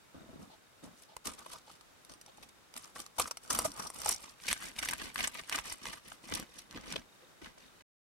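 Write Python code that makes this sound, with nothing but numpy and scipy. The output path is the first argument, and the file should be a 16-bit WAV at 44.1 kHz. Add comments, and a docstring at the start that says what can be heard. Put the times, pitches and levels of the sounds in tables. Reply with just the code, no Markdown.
"""A fork pierces a fried breadcrumb crust, then a knife saws through it on a plate in a quiet kitchen.
Stroke by stroke, clumps of random cracks ring crumbs, steel and hollow shell; pressure thuds in plate and table.
Rubs of filtered noise, triple-blow knocks and faint to loud cracks with splinter showers fall among the strokes.
Left and right slip by a few milliseconds throughout, over a short room tail, hiss, rumble and a faint trill.
The sound stops short before the end."""
import sys
import numpy as np
from scipy import signal
from scipy.io import wavfile
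from scipy.ndimage import uniform_filter1d

SR = 44100
rng = np.random.default_rng(int(sys.argv[2]) if len(sys.argv) > 2 else 0)


def to_wav(s):
    """Save 16-bit WAV."""
    ch = np.atleast_2d(s).T  # columns
    pcm = np.round(np.clip(ch, -1, 1) * 32767)  # PCM
    wavfile.write(sys.argv[1], SR, pcm.astype(np.int16))


N = 357651


def gain_of(db):
    """Decibels to an amplitude factor."""
    return 10 ** (np.asarray(db) / 20)


def evened(x):
    """Scales to rms 1."""
    return x / np.sqrt(np.mean(x ** 2) + 1e-20)


def smooth_noise(span):
    """Slow random drift, rms 1: noise averaged over span samples."""
    return evened(uniform_filter1d(rng.standard_normal(N), size=span))


def curve(rows):
    """Every column of a table, interpolated sample by sample."""
    s, *columns = np.transpose(rows)
    return [np.interp(np.arange(N) / SR, s, c) for c in columns]


def colour(points):
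    """Causal minimum-phase response with the given spectrum, energy 1."""
    f, db = np.transpose(points)
    hz = abs(np.fft.fftfreq(4096, 1 / SR))
    spectrum_db = np.interp(np.log(hz + 1), np.log(f + 1), db)
    log_gain = np.log(gain_of(np.maximum(spectrum_db, -100)))
    taps = np.fft.ifft(np.exp(np.conj(signal.hilbert(log_gain)))).real[:2048]
    return taps / np.linalg.norm(taps)


def ring(modes):
    """Response of damped modes, energy 1; the deep bass below the lowest mode is cut away."""
    t = np.arange(4096) / SR
    taps = 0
    for hz, width_hz, db in modes:
        decay = np.exp(-np.pi * width_hz * t)
        taps = taps + gain_of(db) * np.sqrt(width_hz) * decay * np.sin(2 * np.pi * hz * t)
    low_cut_hz = 0.48 * modes[0][0]
    taps = signal.lfilter(*signal.butter(3, low_cut_hz, "high", fs=SR), taps)
    return taps / np.linalg.norm(taps)


def through(x, taps):
    """Plays a signal through a response."""
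    taps = np.reshape(taps, (1,) * (x.ndim - 1) + (-1,))
    return signal.oaconvolve(x, taps, axes=-1)[..., :N]


SLIP_STEP = 29.5  # samples


def slipping(x, piece_s, steps):
    """One channel: overlapping pieces, each shifted by some whole steps (rounded to samples)."""
    hop = round(piece_s * SR)
    window = np.hanning(2 * hop + 1)[:-1] ** 1.06
    padded, out = np.pad(x, 3 * hop), np.zeros(N + 6 * hop)
    starts = np.arange(hop, N + 3 * hop, hop)
    whole_steps = np.round(steps * rng.standard_normal(len(starts)))
    shifts = np.round(SLIP_STEP * whole_steps).astype(int)
    for at, shift in zip(starts, np.clip(shifts, -hop, hop)):
        out[at:at + 2 * hop] += window * padded[at + shift:at + shift + 2 * hop]
    return out[3 * hop:3 * hop + N]


def slipping_pair(x):
    """The same sound slipping separately in each channel."""
    return np.array([slipping(x, piece_s=.02, steps=3.0) for _ in range(2)])


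# room tone spectrum: (frequency [Hz], level [dB per Hz])
ROOM_SPECTRUM = [(15, -34.5), (25, 0), (195, 2.5), (988, -0.5), (1370, 0), (2000, -4), (3720, -7.5),
                 (8590, -11.5), (16000, -19.5)]
ROOM_TONE_DB = -65  # before the output gain


def room_tone():
    """Gently drifting hiss and rumble: coloured noise, unrelated in the two channels."""
    noise = rng.standard_normal((2, N))
    level_db = ROOM_TONE_DB + .8 * smooth_noise(9000)
    return gain_of(level_db) * through(noise, colour(ROOM_SPECTRUM))


def chirr():
    """Faint high trill: a sine that throbs unevenly and comes and goes, in quadrature left to right."""
    t = np.arange(N) / SR
    waxing, drift = smooth_noise(9000), smooth_noise(9000)
    throb_hz = 36 + 6.0 * drift
    throb = np.maximum(np.sin(2 * np.pi * np.cumsum(throb_hz) / SR), 0) ** 2
    tone = np.sin(2 * np.pi * 3710 * t + [[0], [np.pi / 2]])
    return gain_of(-72.0 + 5.3 * waxing) * throb * tone


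def kitchen(x):
    """Adds a faint short tail from plate, table and walls: sparse echoes falling 60 dB in 53 ms."""
    t = np.arange(8000) / SR
    echoes = rng.choice([-1., 1.], 8000) * (rng.random(8000) < .05)
    tail = echoes * gain_of(-60 * t / 0.053) * (t > .002)
    return x + gain_of(-14.0) * through(x, tail / np.linalg.norm(tail))


# soft rubs of cutlery on the crust: (start [s], length [s], relative level [dB], pitch [Hz])
RUB_EVENTS = [(0.486, 0.076, -59, 835), (1.073, 0.088, -61, 820), (1.508, 0.075, -52.5, 1130),
              (1.667, 0.046, -58.5, 860), (2.27, 0.042, -57.5, 760), (7.199, 0.057, -64, 520)]


def rubs():
    """Short swells of friction: noise through a damped pitch and a broad mode above it."""
    out = np.zeros(N)
    for s, length_s, db, hz in RUB_EVENTS:
        friction = rng.standard_normal(round(length_s * SR))
        modes = [(hz, 0.17 * hz, 0), (4.66 * hz, 1800, -5)]
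        tone = through(friction, ring(modes))[:len(friction)]
        swell = signal.windows.tukey(len(tone), .6)
        out[round(s * SR):][:len(tone)] += gain_of(db) * tone * swell
    return slipping_pair(out)


# hollow knocks as steel prods the crust or a slab gives way: (time [s], relative level [dB], pitch [Hz])
KNOCK_EVENTS = [(0.147, -30.5, 580), (0.426, -30, 253), (2.381, -36, 850), (3.652, -14, 645),
                (3.799, -20, 1140), (4.0605, -14, 836), (6.325, -17, 196), (6.765, -30, 233),
                (6.957, -20, 476), (6.959, -16.5, 3270), (7.423, -28, 211), (7.578, -37.5, 666)]


def knocking():
    """Each knock: three quick blows into one damped pitch."""
    out = np.zeros(N)
    gaps = rng.integers(40, 170, (len(KNOCK_EVENTS), 2))  # samples
    for (s, db, hz), (a, b) in zip(KNOCK_EVENTS, gaps):
        blow = gain_of(db) * ring([(hz, 30 + 0.22 * hz, 0)])
        for late in (0, a, a + b):
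            out[round(s * SR) + late:][:4096] += blow
    return slipping_pair(out)


def breaking(per_s, spread_db, clump_db, clump_s):
    """Random cracks of uneven size in clumps, levelled to a steady local rms."""
    span = max(round(clump_s * SR), 2)
    clumps = evened(uniform_filter1d(smooth_noise(span), span))
    size_db = spread_db * np.minimum(rng.exponential(1, N), 4) + clump_db * clumps
    hits = rng.choice([-1., 1.], N) * (rng.random(N) < per_s / SR)
    train = gain_of(size_db) * hits
    return train / np.sqrt(uniform_filter1d(train ** 2, size=4000) + 1e-9)


# plate modes: (frequency [Hz], width [Hz], relative level [dB])
PLATE_MODES = [(139.7, 59, -18), (252, 132, 10), (520, 280, 2)]


def thud(pressure, flexing):
    """Pressure rings the plate; pressure and the flexing shell drive the table top."""
    bearing = np.clip(np.arange(N) / SR - 1.2, .1, 1)  # the table booms once the fork bears down
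    drive = gain_of(-23) * flexing + gain_of(-8.5) * bearing * pressure
    table = through(drive, ring([(75.6, 160, 0)]))
    return through(pressure, ring(PLATE_MODES)) + table


def piecewise(x, modes):
    """Shell as many pieces: each moment one rings at random, smaller or larger."""
    scales = 1.092 ** np.arange(-1, 4)
    piece = np.repeat(rng.integers(0, len(scales), N // 500 + 1), 500)[:N]
    out = 0
    for k, scale in enumerate(scales):
        scaled = [(hz * scale, width_hz, db) for hz, width_hz, db in modes]
        out = out + through(x * (piece == k), ring(scaled))
    return out


# lower and higher shell modes: (frequency [Hz], width [Hz], relative level [dB])
LOW_SHELL_MODES = [(716, 2600, -11.5), (1209, 380, 12)]
HIGH_SHELL_MODES = [(1905, 1100, 6.5), (3075, 2000, 0)]


def creak(flexing, high_share):
    """Flexing rings the lower and higher shell modes, sharing power."""
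    low = through(flexing * np.sqrt(1 - high_share), ring(LOW_SHELL_MODES))
    return low + piecewise(flexing * np.sqrt(high_share), HIGH_SHELL_MODES)


# cutlery modes: (frequency [Hz], width [Hz], relative level [dB])
STEEL_MODES = [(4860, 120, -2.5), (5730, 140, 8.5), (7550, 45, -12), (8870, 120, 6)]


def steel(crumbs, steel_db):
    """Crumb cracks ring the cutlery; the ring flickers at random in strength."""
    flicker = smooth_noise(1300)
    return through(crumbs * gain_of(steel_db + 2.5 * flicker), ring(STEEL_MODES))


CRUMB_SIZES_HZ = np.geomspace(3000, 12500, num=5)  # large crumbs ring low, small ones high


def by_size(crumbs):
    """Neighbouring cracks belong to one crumb, whose size tints them."""
    size = np.repeat(rng.integers(0, len(CRUMB_SIZES_HZ), N // 90 + 1), 90)[:N]
    tinted = 0
    for k, hz in enumerate(CRUMB_SIZES_HZ):
        tinted = tinted + through(crumbs * (size == k), ring([(hz, 0.59 * hz, 0)]))
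    return 0.56 * crumbs + 0.5 * tinted


# spectra of one dry and one soft damp crumb breaking: (frequency [Hz], level [dB per Hz])
DRY_SPECTRUM = [(1060, -25.5), (1800, -4), (2720, -13), (5200, 0.5), (6900, 1), (9000, 3), (12300, -3.5),
                (16000, -19.5)]
DAMP_SPECTRUM = [(1000, -11.5), (3700, -3.5), (6000, -5.5), (10000, -20.5), (16000, -31)]


def crackle(crumbs, damp):
    """Crumbs break in air: dry ones tinted by size, damp ones duller, sharing power."""
    dry_crumbs = through(by_size(crumbs * np.sqrt(1 - damp)), colour(DRY_SPECTRUM))
    return dry_crumbs + through(crumbs * np.sqrt(damp), colour(DAMP_SPECTRUM))


# cracks and ticks, faint to loud:
# (time [s], relative snap level [dB], relative shell level [dB], run of the crack [ms])
CRACK_EVENTS = [(1.1663, -24.5, -21.5, 9.8), (1.2551, -18.5, -24, 29.5), (1.2718, -14.5, -22, 6.4),
                (1.29, -33, -30, 13), (1.462, -35, -26, 21.4), (1.8105, -36.5, -38, 20),
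                (2.049, -34.5, -58, 10), (2.096, -34.5, -36.5, 17), (2.1178, -37, -44, 35),
                (2.138, -37, -44, 23), (2.213, -34.5, -47, 26), (2.262, -39, -41, 18),
                (2.3713, -37, -50, 35), (2.425, -28, -30.5, 51), (2.4895, -35.5, -46, 26),
                (2.7398, -29, -34, 11), (2.7645, -22, -25.5, 21), (2.961, -56, -23, 28),
                (3.064, -27, -35, 9.6), (3.183, -12.5, -15, 35), (3.1969, -7, -6, 31.4),
                (3.274, -22, -25, 37), (3.3102, -17, -19, 26), (3.3712, -25, -29, 23),
                (3.5017, -7, -9.5, 43), (3.528, -14, -29, 23), (3.547, -11, -12, 37),
                (3.5891, -8.5, -13, 24), (3.643, -11.5, -14, 68), (3.718, -27, -47, 18),
                (3.8004, -27, -26.5, 33), (3.851, -40, -25, 9.2), (3.868, -22.5, -30, 30),
                (3.902, -25.5, -25.5, 14), (3.9445, -28, -50, 9.7), (4.0173, -16.5, -24.5, 18),
                (4.0608, -16, -15, 6.5), (4.08, -20, -28.5, 39), (4.091, -6.5, -28, 17),
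                (4.1438, -22, -41.5, 20), (4.4819, -11, -14, 38), (4.508, -12.5, -12, 53),
                (4.5291, -8.5, -13.5, 9.8), (4.786, -12.5, -14.5, 39), (4.8274, -17.5, -14, 24),
                (4.848, -14.5, -25.5, 39), (4.887, -12.5, -18, 27.5), (4.9098, -17, -22, 27),
                (4.9351, -16, -18.5, 12), (5.144, -29, -43, 22), (5.1586, -27, -14, 11.6),
                (5.188, -27, -15, 38), (5.206, -27, -12, 17), (5.239, -10.5, -5.5, 38),
                (5.2742, -14, -22, 14), (5.4966, -16.5, -22, 11), (5.525, -21, -13.5, 23),
                (5.542, -21, -9, 57), (5.587, -21, -12.5, 7.9), (5.7245, -20, -43, 22),
                (5.856, -27, -18.5, 12), (6.323, -43, -15.5, 19), (6.338, -14.5, -27, 8),
                (6.351, -12, -48, 7.5), (6.3987, -22, -53, 14), (6.583, -25, -60, 40),
                (6.7108, -30.5, -35, 2.7), (6.727, -36, -34, 4.4), (6.775, -41, -23.5, 9.9),
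                (6.9244, -21.5, -40, 10), (7.46, -49, -29, 11), (7.808, -57, -36.5, 7.9)]


def bursts(steps):
    """Cracks and ticks: a break, sudden if short, swelling in if long, then a dying splinter shower."""
    length = 3000
    out, t_ms = np.zeros((2, 2, N + length)), 1000 * np.arange(length) / SR  # (layer, side, sample)
    for s, snap_db, shell_db, run_ms in CRACK_EVENTS:
        shower = rng.standard_normal(length) * (rng.random(length) < .15)
        lag = np.round(steps * rng.standard_normal()) * SLIP_STEP  # between left and right
        burst = shower * gain_of(-10.5 - 60 * (t_ms / run_ms) ** 1.173)  # runs on before it dies
        sudden = min((23 / run_ms) ** 3, 1)
        burst *= np.minimum(sudden + t_ms / (0.11 * run_ms), 1)
        burst[0] = sudden
        for side, late in enumerate((max(lag, 0), max(-lag, 0))):
            at = round(s * SR + late)
            out[:, side, at:at + length] += gain_of([[snap_db], [shell_db]]) * burst
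    return out[..., :N]


# strokes of fork and knife: (full pressure reached [s], build-up [s], hold [s],
# relative crackle of crumbs [dB], relative creak of the shell [dB], relative thud [dB])
STROKE_EVENTS = [(0.147, .01, 0.068, -89, -62.5, -55), (0.286, 0.077, 0.14, -94, -68, -56),
                 (0.417, 0.028, 0.011, -62.5, -62, -54.5), (0.833, 0.011, 0.022, -61.5, -60, -51),
                 (0.982, 0.038, 0.051, -62, -92, -92), (1.253, 0.011, 0.051, -46, -50.5, -54),
                 (1.388, 0.033, 0.019, -56, -55.5, -68), (1.53, 0.15, 0.019, -52, -55, -64),
                 (1.684, 0.044, 0.046, -59, -63, -75), (2.096, 0.027, 0.029, -63, -64, -61),
                 (2.42, 0.18, 0.027, -70, -73, -66), (2.763, 0.016, 0.0069, -47.5, -51.5, -63),
                 (2.832, 0.026, 0.019, -53.5, -56, -74), (2.958, 0.011, 0.047, -49, -53.5, -60),
                 (3.194, 0.03, 0.028, -41, -41, -51.5), (3.448, 0.037, 0.049, -56, -57.5, -66),
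                 (3.509, 0.026, 0.099, -44.5, -44, -50), (3.648, 0.038, 0.0089, -42.5, -47.5, -47),
                 (3.786, 0.11, 0.057, -50.5, -47, -57), (3.96, 0.072, 0.14, -51.5, -52, -59.5),
                 (4.078, 0.087, 0.036, -35.5, -42, -53), (4.2, 0.081, 0.089, -56.5, -55, -68),
                 (4.501, 0.1, 0.0048, -39, -39, -53), (4.63, 0.17, 0.048, -48.5, -48, -58),
                 (4.764, 0.036, 0.0045, -53.5, -51, -58), (4.827, 0.029, 0.1, -52, -44, -55.5),
                 (4.997, 0.1, 0.073, -51, -46, -54), (5.174, 0.035, 0.083, -46, -43.5, -54.5),
                 (5.361, 0.074, 0.028, -51, -44.5, -58), (5.527, 0.091, 0.051, -45.5, -42.5, -54.5),
                 (5.661, 0.047, 0.055, -47.5, -47, -58.5), (5.873, 0.11, 0.015, -48.5, -44, -54.5),
                 (5.93, 0.028, 0.011, -51.5, -47.5, -61.5), (6.057, 0.036, 0.072, -58.5, -55.5, -64.5),
                 (6.238, 0.025, 0.055, -59.5, -58.5, -62), (6.308, 0.06, 0.092, -53.5, -46.5, -49.5),
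                 (6.555, 0.19, 0.058, -62.5, -60.5, -67), (6.764, 0.1, 0.0093, -63, -50.5, -49.5),
                 (6.914, 0.21, 0.044, -54.5, -47.5, -50), (7.417, 0.0047, 0.047, -60, -54, -56),
                 (7.578, 0.02, 0.081, -67, -65.5, -70)]
# release rates: (crackle [dB/s], creak [dB/s], thud [dB/s])
RELEASE_RATES = (326, 272.5, 238.5)
BUILD_DB = 25.5  # gained over the build-up


def strokes():
    """Strokes build up, hold and let go; overlaps add power. One envelope per layer."""
    t, power = np.arange(0, N / SR, .002), 0
    for s, build_s, hold_s, *levels_db in STROKE_EVENTS:
        rise_db = BUILD_DB * np.minimum(t - s, 0) / max(build_s, .004)
        fall_db = np.outer(RELEASE_RATES, np.maximum(t - s - hold_s, 0))
        power = power + gain_of(np.array(levels_db)[:, None] + rise_db - fall_db) ** 2
    return [np.interp(np.arange(N) / SR, t, np.sqrt(p)) for p in power]


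# changing colour over time: (time [s], share of the higher shell modes [0-1],
# relative ring of the steel [dB], share of soft damp crumbs [0-1])
COLOUR_CHANGES = [(0, 0.08, -35, 0), (2.04, 0.15, -32, 0.6), (2.13, 0.03, -0.5, 0.7),
                  (2.75, 0.33, -30, 0.06), (3.1, 0.15, -14, 0.27), (3.79, 0.18, -8.5, 0),
                  (3.86, 0.06, 1, 0.07), (3.93, 0.27, -12, 0.02), (4.3, 0.46, -12, 0),
                  (4.45, 0.92, -20, 0.29), (5.9, 0.63, -13, 0.15), (6.4, 0.72, -9.5, 0.2),
                  (6.96, 0.72, -8.5, 0.86), (7.8, 0.84, -27, 0.82)]


def crust():
    """Strokes, cracks and ticks excite crumbs, steel, shell, plate and table."""
    crackling, creaking, thudding = strokes()
    high_share, steel_db, damp = curve(COLOUR_CHANGES)
    high_share, damp = np.clip(high_share, 0, 1), np.clip(damp, 0, 1)
    snaps, shell_cracks = bursts(steps=2.6)
    small_cracks = breaking(per_s=4000, spread_db=4.86, clump_db=4.85, clump_s=0.0047)
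    crumbs = slipping_pair(crackling * small_cracks) + snaps
    shell_creaks = breaking(per_s=4000, spread_db=4.9, clump_db=3.3, clump_s=0.0018)
    flexing = slipping_pair(creaking * shell_creaks) + shell_cracks
    jolts = breaking(per_s=600, spread_db=1.2, clump_db=2.1, clump_s=0.01)
    pressure = slipping_pair(thudding * jolts)
    return crackle(crumbs, damp) + steel(crumbs, steel_db) + creak(flexing, high_share) + thud(pressure, flexing)


def scene():
    """The cutting with its room tail, over room tone and trill, in both channels."""
    cutting = kitchen(crust() + rubs() + knocking())
    return gain_of(3.0) * (cutting + room_tone() + chirr())


STOP_S, FADE_S, EDGE_HZ = 7.824, .002, 15950


def record(dry):
    """Cuts the sound off within two milliseconds, then low-passes it."""
    kept = dry * np.clip((STOP_S - np.arange(N) / SR) / FADE_S, 0, 1)
    low_pass = signal.firwin(511, EDGE_HZ, window=("kaiser", 9), fs=SR)
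    return signal.oaconvolve(kept, low_pass[None], "same")


dry = scene()
out = record(dry)
to_wav(out)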